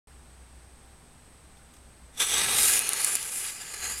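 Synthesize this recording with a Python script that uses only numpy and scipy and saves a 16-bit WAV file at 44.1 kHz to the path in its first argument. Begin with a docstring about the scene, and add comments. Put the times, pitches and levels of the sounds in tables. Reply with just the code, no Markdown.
"""Indoors, at a table, one microphone close to a small steel pot in which a charge of metal powder flares up.
The powder sputters as it catches, then turbulent gas roars and hisses and bursting metal spits sharp cracks.
The hollow of the pot gives the flame drifting resonances, and the table top throws back a quick echo.
Under it all lie a low room hum and the recorder's thin whine."""
import sys
import numpy as np
from scipy import signal
from scipy.fft import rfft, irfft
from scipy.io import wavfile
from scipy.ndimage import uniform_filter1d

SR = 44100
rng = np.random.default_rng(int(sys.argv[2]) if len(sys.argv) > 2 else 0)


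def master_out(mix):
    """Clip the mix to full scale and print it as 16-bit PCM to the path in sys.argv[1]."""
    frames = np.transpose(np.atleast_2d(mix))
    ceiling = np.clip(frames, -1, 1)
    pcm = np.round(ceiling * 32767).astype(np.int16)
    wavfile.write(sys.argv[1], SR, pcm)


N = 176400
TIME, HZ = np.arange(N) / SR, np.fft.rfftfreq(N, 1 / SR)


def amp(db):
    """Decibels to gain."""
    return 10 ** (np.asarray(db) / 20)


def unit(x):
    """Scales to rms 1."""
    return x / np.sqrt(np.mean(x ** 2) + 1e-20)


def along(table, t, column=1):
    """One column of a curve at times t."""
    rows = np.array(table)
    return np.interp(t, rows[:, 0], rows[:, column])


def shape_db(points, hz):
    """A spectrum interpolated on a log-frequency axis."""
    f, db = np.transpose(points)
    return np.interp(np.log(hz + 1), np.log(f), db)


def coloured(gain):
    """Steady noise of rms 1, shaped by a gain for each frequency."""
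    return unit(irfft(rfft(rng.standard_normal(N)) * gain, N))


def wander(rate_hz):
    """Random drift that rolls off above a rate."""
    return coloured(HZ / (HZ + rate_hz / 10) / (1 + (HZ / rate_hz) ** 2))


def peak(hz, centre, half_width):
    """The bell of a resonance."""
    return 1 / (1 + ((hz - centre) / half_width) ** 2)


def swell(t, centre, half_length):
    """A smooth rise and fall in time."""
    return np.exp(-((t - centre) / half_length) ** 2)


# Noise floor at the microphone (frequency [Hz], relative level [dB])
FLOOR_SPECTRUM = [(20, -1), (32, 1.5), (45, -2.5), (100, -2.5), (170, -7.5), (300, -11), (600, -14),
                  (850, -14), (1500, -16.5), (3000, -22), (7000, -25.5), (10500, -25.5), (12500, -33),
                  (15800, -41)]
# Faint narrow bands of the room and the recorder (centre [Hz], half width [Hz], level [dB])
FAINT_BANDS = [(159.3, 5, -71.5), (240.6, 6.6, -72), (788, 3.6, -74.5), (7830, 49, -71.5), (8670, 560, -71)]
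def room_tone(floor_db=-55.5):
    """The steady noise of the room and the recorder, strongest in the bass."""
    floor = amp(floor_db) * coloured(amp(shape_db(FLOOR_SPECTRUM, HZ)))
    return floor + sum(amp(db) * coloured(peak(HZ, centre, width)) for centre, width, db in FAINT_BANDS)


def recorder_whine(pitch_hz=8460, jitter_hz=130, level_db=-64.5):
    """The recorder's own thin tone, steady in level and unsteady in pitch."""
    pitch = pitch_hz + jitter_hz * wander(rate_hz=320)
    return amp(level_db) * unit(np.sin(2 * np.pi * np.cumsum(pitch) / SR))


# Low hum in the room, swelling and fading (time [s], level [dB])
HUM_LEVELS = [(0.07, -55.5), (0.15, -44.5), (0.33, -57), (0.42, -50.5), (0.49, -60), (0.57, -50),
              (0.9, -57), (1.25, -61.5), (2.1, -57), (2.7, -53.5), (3.2, -92), (3.7, -72), (3.84, -47.5),
              (4.0, -54)]
def room_hum(pitch_hz=62.8, drift_hz=2.4, waver_db=2.6):
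    """A low tone that wavers in pitch and level."""
    pitch = pitch_hz + drift_hz * wander(rate_hz=8.6)
    tone = np.sin(2 * np.pi * np.cumsum(pitch) / SR) * amp(waver_db * wander(rate_hz=5.6))
    return unit(tone) * amp(along(HUM_LEVELS, TIME))


def wall_reverb(x, level_db=-15, t60_s=0.083, rise_s=0.0027):
    """The walls add a short tail, weak this close to the pot."""
    t = np.arange(SR // 2) / SR
    tail = rng.standard_normal(len(t)) * np.exp(-np.log(1000) * t / t60_s) * np.minimum(t / rise_s, 1)
    return x + amp(level_db) * signal.fftconvolve(x, tail / np.linalg.norm(tail))[:N]


def table_echo(x, delay_s=0.002441, strength=0.43, top_hz=2230):
    """A dull reflection off the table top reaches the microphone late and combs the low end."""
    echo = strength / (1 + (HZ / top_hz) ** 4)
    comb = (1 + echo * np.exp(-2j * np.pi * HZ * delay_s)) / np.sqrt(1 + echo ** 2)
    return irfft(rfft(x) * comb, N)


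# Resonances and dips of the pot and its surroundings (centre [Hz], half width [Hz], gain [dB])
POT_RESONANCES = [(245, 11, 10.5), (296, 20, -8), (1490, 34, -2.5), (1600, 23, 2), (1834, 23, -11.5),
                  (1913, 79, 4), (2040, 36, -3)]
def pot_body(x):
    """The pot's steady, hollow colour, which stays while the flame changes."""
    gain_db = sum(db * peak(HZ, centre, width) for centre, width, db in POT_RESONANCES)
    # Minimum phase, so the ringing follows the sound that excites it
    cepstrum = irfft(np.log(amp(gain_db)), N)
    cepstrum[1:N // 2] *= 2
    cepstrum[N // 2 + 1:] = 0
    ringing = irfft(np.exp(rfft(cepstrum)), N)[:4096]
    return signal.fftconvolve(x, ringing)[:N]


# Low puffs close to the microphone (time [s], half length [s], level [dB], roll-off [Hz])
GAS_PUFFS = [(2.467, 0.14, -48.5, 180), (2.61, 0.035, -50.5, 50)]
def gas_puffs():
    """Hot gas displaces the air in soft thumps."""
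    return sum(amp(db) * swell(TIME, s, half_length) * coloured(HZ / (1 + (HZ / top_hz) ** 4))
               for s, half_length, db, top_hz in GAS_PUFFS)


# Faint sputters inside the pot (time [s], level [dB], decay [s])
IGNITION_SPUTTERS = [(1.57, -58, .012), (1.737, -54, 0.017), (1.766, -56.5, .008), (2.1735, -43, 0.0028)]
# Their colour (frequency [Hz], relative level [dB])
SPUTTER_SPECTRUM = [(20, -40), (1500, -2), (3000, -6), (3500, 1), (4100, -12), (5800, -5), (7000, -7),
                    (11500, -8), (15000, -24)]
def sputters():
    """The charge catches in small, sudden bursts of noise."""
    level = sum(amp(db) * (TIME > s) * np.exp(-abs(TIME - s) / decay)
                for s, db, decay in IGNITION_SPUTTERS)
    return level * coloured(amp(shape_db(SPUTTER_SPECTRUM, HZ)))


# Bursting metal at close range (time [s], peak level [dB], ring [Hz], decay [s])
METAL_CRACKS = [(2.6316, -4.5, 9000, 0.00016), (2.7925, -3, 9900, 0.00028), (2.8213, -21, 9000, 0.00017),
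                (2.8918, -6, 10700, 0.00035), (2.9334, -5.5, 9330, .0004), (2.936, -14, 9200, 0.00025),
                (3.046, -19, 9500, 0.00033), (3.0464, -1.5, 10000, 0.0002), (3.0483, -8, 9850, 0.00022),
                (3.1539, -3, 9070, 0.00029), (3.158, -9, 9400, 0.00017), (3.229, -14, 9400, 0.00017)]
def metal_cracks(rise_s=0.000099, grit_gain=0.37, grit_above_hz=1520, top_hz=13300):
    """Each burst of metal is a bright, gritty snap of a few cycles."""
    out, t = np.zeros(N), np.arange(256) / SR
    for s, db, ring_hz, decay in METAL_CRACKS:
        noise = rng.standard_normal(len(t))
        grit = signal.lfilter(*signal.butter(1, grit_above_hz, "high", fs=SR), noise)
        envelope = np.minimum(t / rise_s, 1) * np.exp(-t / decay)
        snap = (np.sin(2 * np.pi * ring_hz * t) + grit_gain * grit) * envelope
        snap = signal.lfilter(*signal.butter(4, top_hz, fs=SR), snap)
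        start = round(s * SR)
        out[start:start + len(snap)] += amp(db) * snap / abs(snap).max()
    return out


# Three resonances of the pot's hollow (time [s], centres 1-3 [Hz], prominences 1-3 [dB])
HOLLOW_DRIFT = [(2.2, 3480, 5860, 7780, 15.3, 9.8, 7.3), (2.35, 3560, 6020, 7900, 11.6, 11.3, 14),
                (2.45, 3850, 6000, 8200, 6.7, 1.9, 8.9), (2.55, 3790, 6300, 8360, 8.3, 1, 8.3),
                (2.66, 4000, 7240, 9300, 3, 4.9, 1.6), (2.87, 4300, 6500, 9000, 6.4, 6.9, 5),
                (3.0, 4370, 6900, 9700, 6.4, 6.9, 4), (3.13, 4740, 7350, 9750, 3.6, 9.8, 7),
                (3.42, 5000, 7180, 10750, 3.4, 1.4, 3), (3.62, 4840, 7280, 9700, 12.7, 11, 2.8),
                (3.76, 4700, 6750, 9500, 7, 9, 5), (3.86, 4620, 6750, 9200, 7.5, 17, 6.6),
                (4.0, 4870, 7160, 10000, 6.6, 9, 4.4)]
# Breadth of those resonances (half widths 1-3 [Hz])
HOLLOW_WIDTHS = [210, 430, 260]
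def hollow_db(hz, t, notch_share=0.15, notch_below_hz=830):
    """The hollow's resonances drift as the charge burns; the sound partly cancels just below each."""
    total = 0
    for k, width in enumerate(HOLLOW_WIDTHS):
        centre, prominence = along(HOLLOW_DRIFT, t, column=k + 1), along(HOLLOW_DRIFT, t, column=k + 4)
        notch = notch_share * peak(hz, centre - notch_below_hz, width)
        total = total + prominence * (peak(hz, centre, width) - notch)
    return total


# Whistles and dips in the jet (time [s], half length [s], centre [Hz], half width [Hz], gain [dB])
JET_WHISTLES = [(2.37, 0.16, 7200, 200, -8), (2.617, .07, 3790, 71, 8.5), (2.815, 0.04, 2570, 160, 11),
                (3, 0.34, 1060, 300, -1.5), (2.65, 0.13, 5200, 500, 5), (2.9, .1, 4700, 130, -8),
                (2.96, 0.17, 7600, 340, -6), (5.2, .07, 4150, 200, -6), (3.82, 0.12, 3730, 150, -7),
                (3.9, 0.18, 5800, 300, -3.5), (3.82, 0.1, 4120, 62, 18), (3.86, .15, 4950, 100, 7),
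                (3.83, .1, 7500, 170, 6), (3.81, 0.13, 1670, 130, 8), (4.7, 0.091, 10700, 460, -8),
                (3.86, .12, 12600, 440, 5)]
def whistles_db(hz, t):
    """Narrow bands of the jet briefly stand out or sink."""
    return sum(db * swell(t, s, half_length) * peak(hz, centre, width)
               for s, half_length, centre, width, db in JET_WHISTLES)


def burning_powder(grains_per_s=1500, spread_db=3.0, sizzle_db=-9, flutter_db=1.13):
    """Turbulent gas flutters while burning grains sizzle in tiny bursts."""
    sizes = amp(spread_db * np.minimum(rng.exponential(1, N), 5))
    grains = unit(sizes * rng.choice([-1, 1], N) * (rng.random(N) < grains_per_s / SR))
    gas = rng.standard_normal(N) * amp(flutter_db * wander(rate_hz=60))
    return unit(gas + amp(sizzle_db) * grains)


# The flame, close up (time [s], roar level [dB], rush level [dB], hiss level [dB])
FLAME_LEVELS = [(2.12, -62, -54, -58), (2.171, -72, -55, -57), (2.176, -55, -42.5, -44),
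                (2.194, -54, -41.5, -41), (2.203, -43.5, -26, -27.5), (2.225, -42.5, -25.5, -28),
                (2.26, -51.5, -36.5, -33), (2.34, -42.5, -28.5, -30.5), (2.42, -42, -28.5, -29.5),
                (2.47, -44, -33, -32), (2.53, -38.5, -29, -27.5), (2.6, -43.5, -30, -23.5),
                (2.68, -43, -30.5, -21.5), (2.782, -45, -31, -25.5), (2.802, -47.5, -35, -33),
                (2.93, -47, -37, -36.5), (3.02, -49.5, -35, -31), (3.14, -47, -37.5, -29),
                (3.168, -59, -39.5, -37.5), (3.29, -55, -44.5, -37), (3.38, -55.5, -44, -32.5),
                (3.485, -58, -39, -37), (3.52, -60, -47, -41), (3.58, -60.5, -46, -46),
                (3.79, -57, -44.5, -44), (3.85, -48.5, -36, -37), (3.92, -52, -39.5, -36.5),
                (3.96, -57, -44, -43), (3.995, -57, -44, -36.5)]
# Its low roar, middle rush and high hiss (frequency [Hz], relative level [dB])
ROAR_SPECTRUM = [(20, -18), (60, -13), (130, -4.5), (250, -6), (420, 1.5), (800, -0.5), (1200, -6),
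                 (2500, -42), (16000, -84)]
RUSH_SPECTRUM = [(20, -68), (500, -49), (900, -10), (1300, -2), (1700, 1), (2400, 3.5), (3200, -0.5),
                 (4300, -3), (5500, -6), (7000, -9), (10000, -19.5), (16000, -53)]
HISS_SPECTRUM = [(20, -67), (2000, -57), (4500, -21.5), (6500, -5), (8500, 1.5), (10400, 5.5),
                 (11800, -1.5), (13500, -9.5), (15800, -23.5)]
# Its small surges (time [s], half length [s], gain [dB])
FLAME_SURGES = [(2.221, .004, 2), (3.614, 0.013, 3.5), (3.743, 0.0082, 6.5), (3.848, 0.011, 2.5)]
def flame(patch_db=1.11, bright_from_db=-28):
    """The jet from the burning powder roars, rushes and hisses, coloured by the hollow of the pot."""
    frames = dict(fs=SR, nperseg=512, noverlap=384)
    hz, t, source = signal.stft(burning_powder(), **frames)
    hz = hz[:, None]
    # The colour flickers in random patches of frequency and time
    patches = uniform_filter1d(rng.standard_normal(source.shape), size=6, axis=0)
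    patches = uniform_filter1d(patches, size=14, axis=1)
    # A fiercer jet has more top treble
    excess_hiss_db = np.maximum(along(FLAME_LEVELS, t, column=3) - bright_from_db, 0)
    treble_db = 0.4 * excess_hiss_db * np.clip((hz - 9500) / 3000, 0, 2)
    colour_db = hollow_db(hz, t) + whistles_db(hz, t) + patch_db * unit(patches) + treble_db
    jet = np.zeros(N)
    for column, spectrum in enumerate([ROAR_SPECTRUM, RUSH_SPECTRUM, HISS_SPECTRUM], start=1):
        gain = amp(shape_db(spectrum, hz) + colour_db)
        gain /= np.sqrt(np.mean(gain ** 2, axis=0))  # colour leaves the layer's level alone
        layer = signal.istft(source * gain, **frames)[1][:N]
        jet += layer * amp(along(FLAME_LEVELS, TIME, column))
    surge_db = sum(db * swell(TIME, s, half_length) for s, half_length, db in FLAME_SURGES)
    fade_in = np.interp(TIME, [FLAME_LEVELS[0][0], FLAME_LEVELS[1][0]], [0, 1])
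    return jet * amp(surge_db) * fade_in


def scene():
    """One microphone close to the pot feeds both channels."""
    fire = pot_body(table_echo(flame() + sputters())) + metal_cracks()
    mono = wall_reverb(fire) + gas_puffs() + room_tone() + recorder_whine() + room_hum()
    return np.array([mono, mono])


def record(dry):
    """The recorder opens just after the start and limits the band."""
    opens_s, top_hz = 0.072, 15950
    lowpass = signal.firwin(511, top_hz, window=("kaiser", 9), fs=SR)
    return signal.oaconvolve(dry * (TIME > opens_s), lowpass[None], "same")


dry = scene()
out = record(dry)
master_out(out)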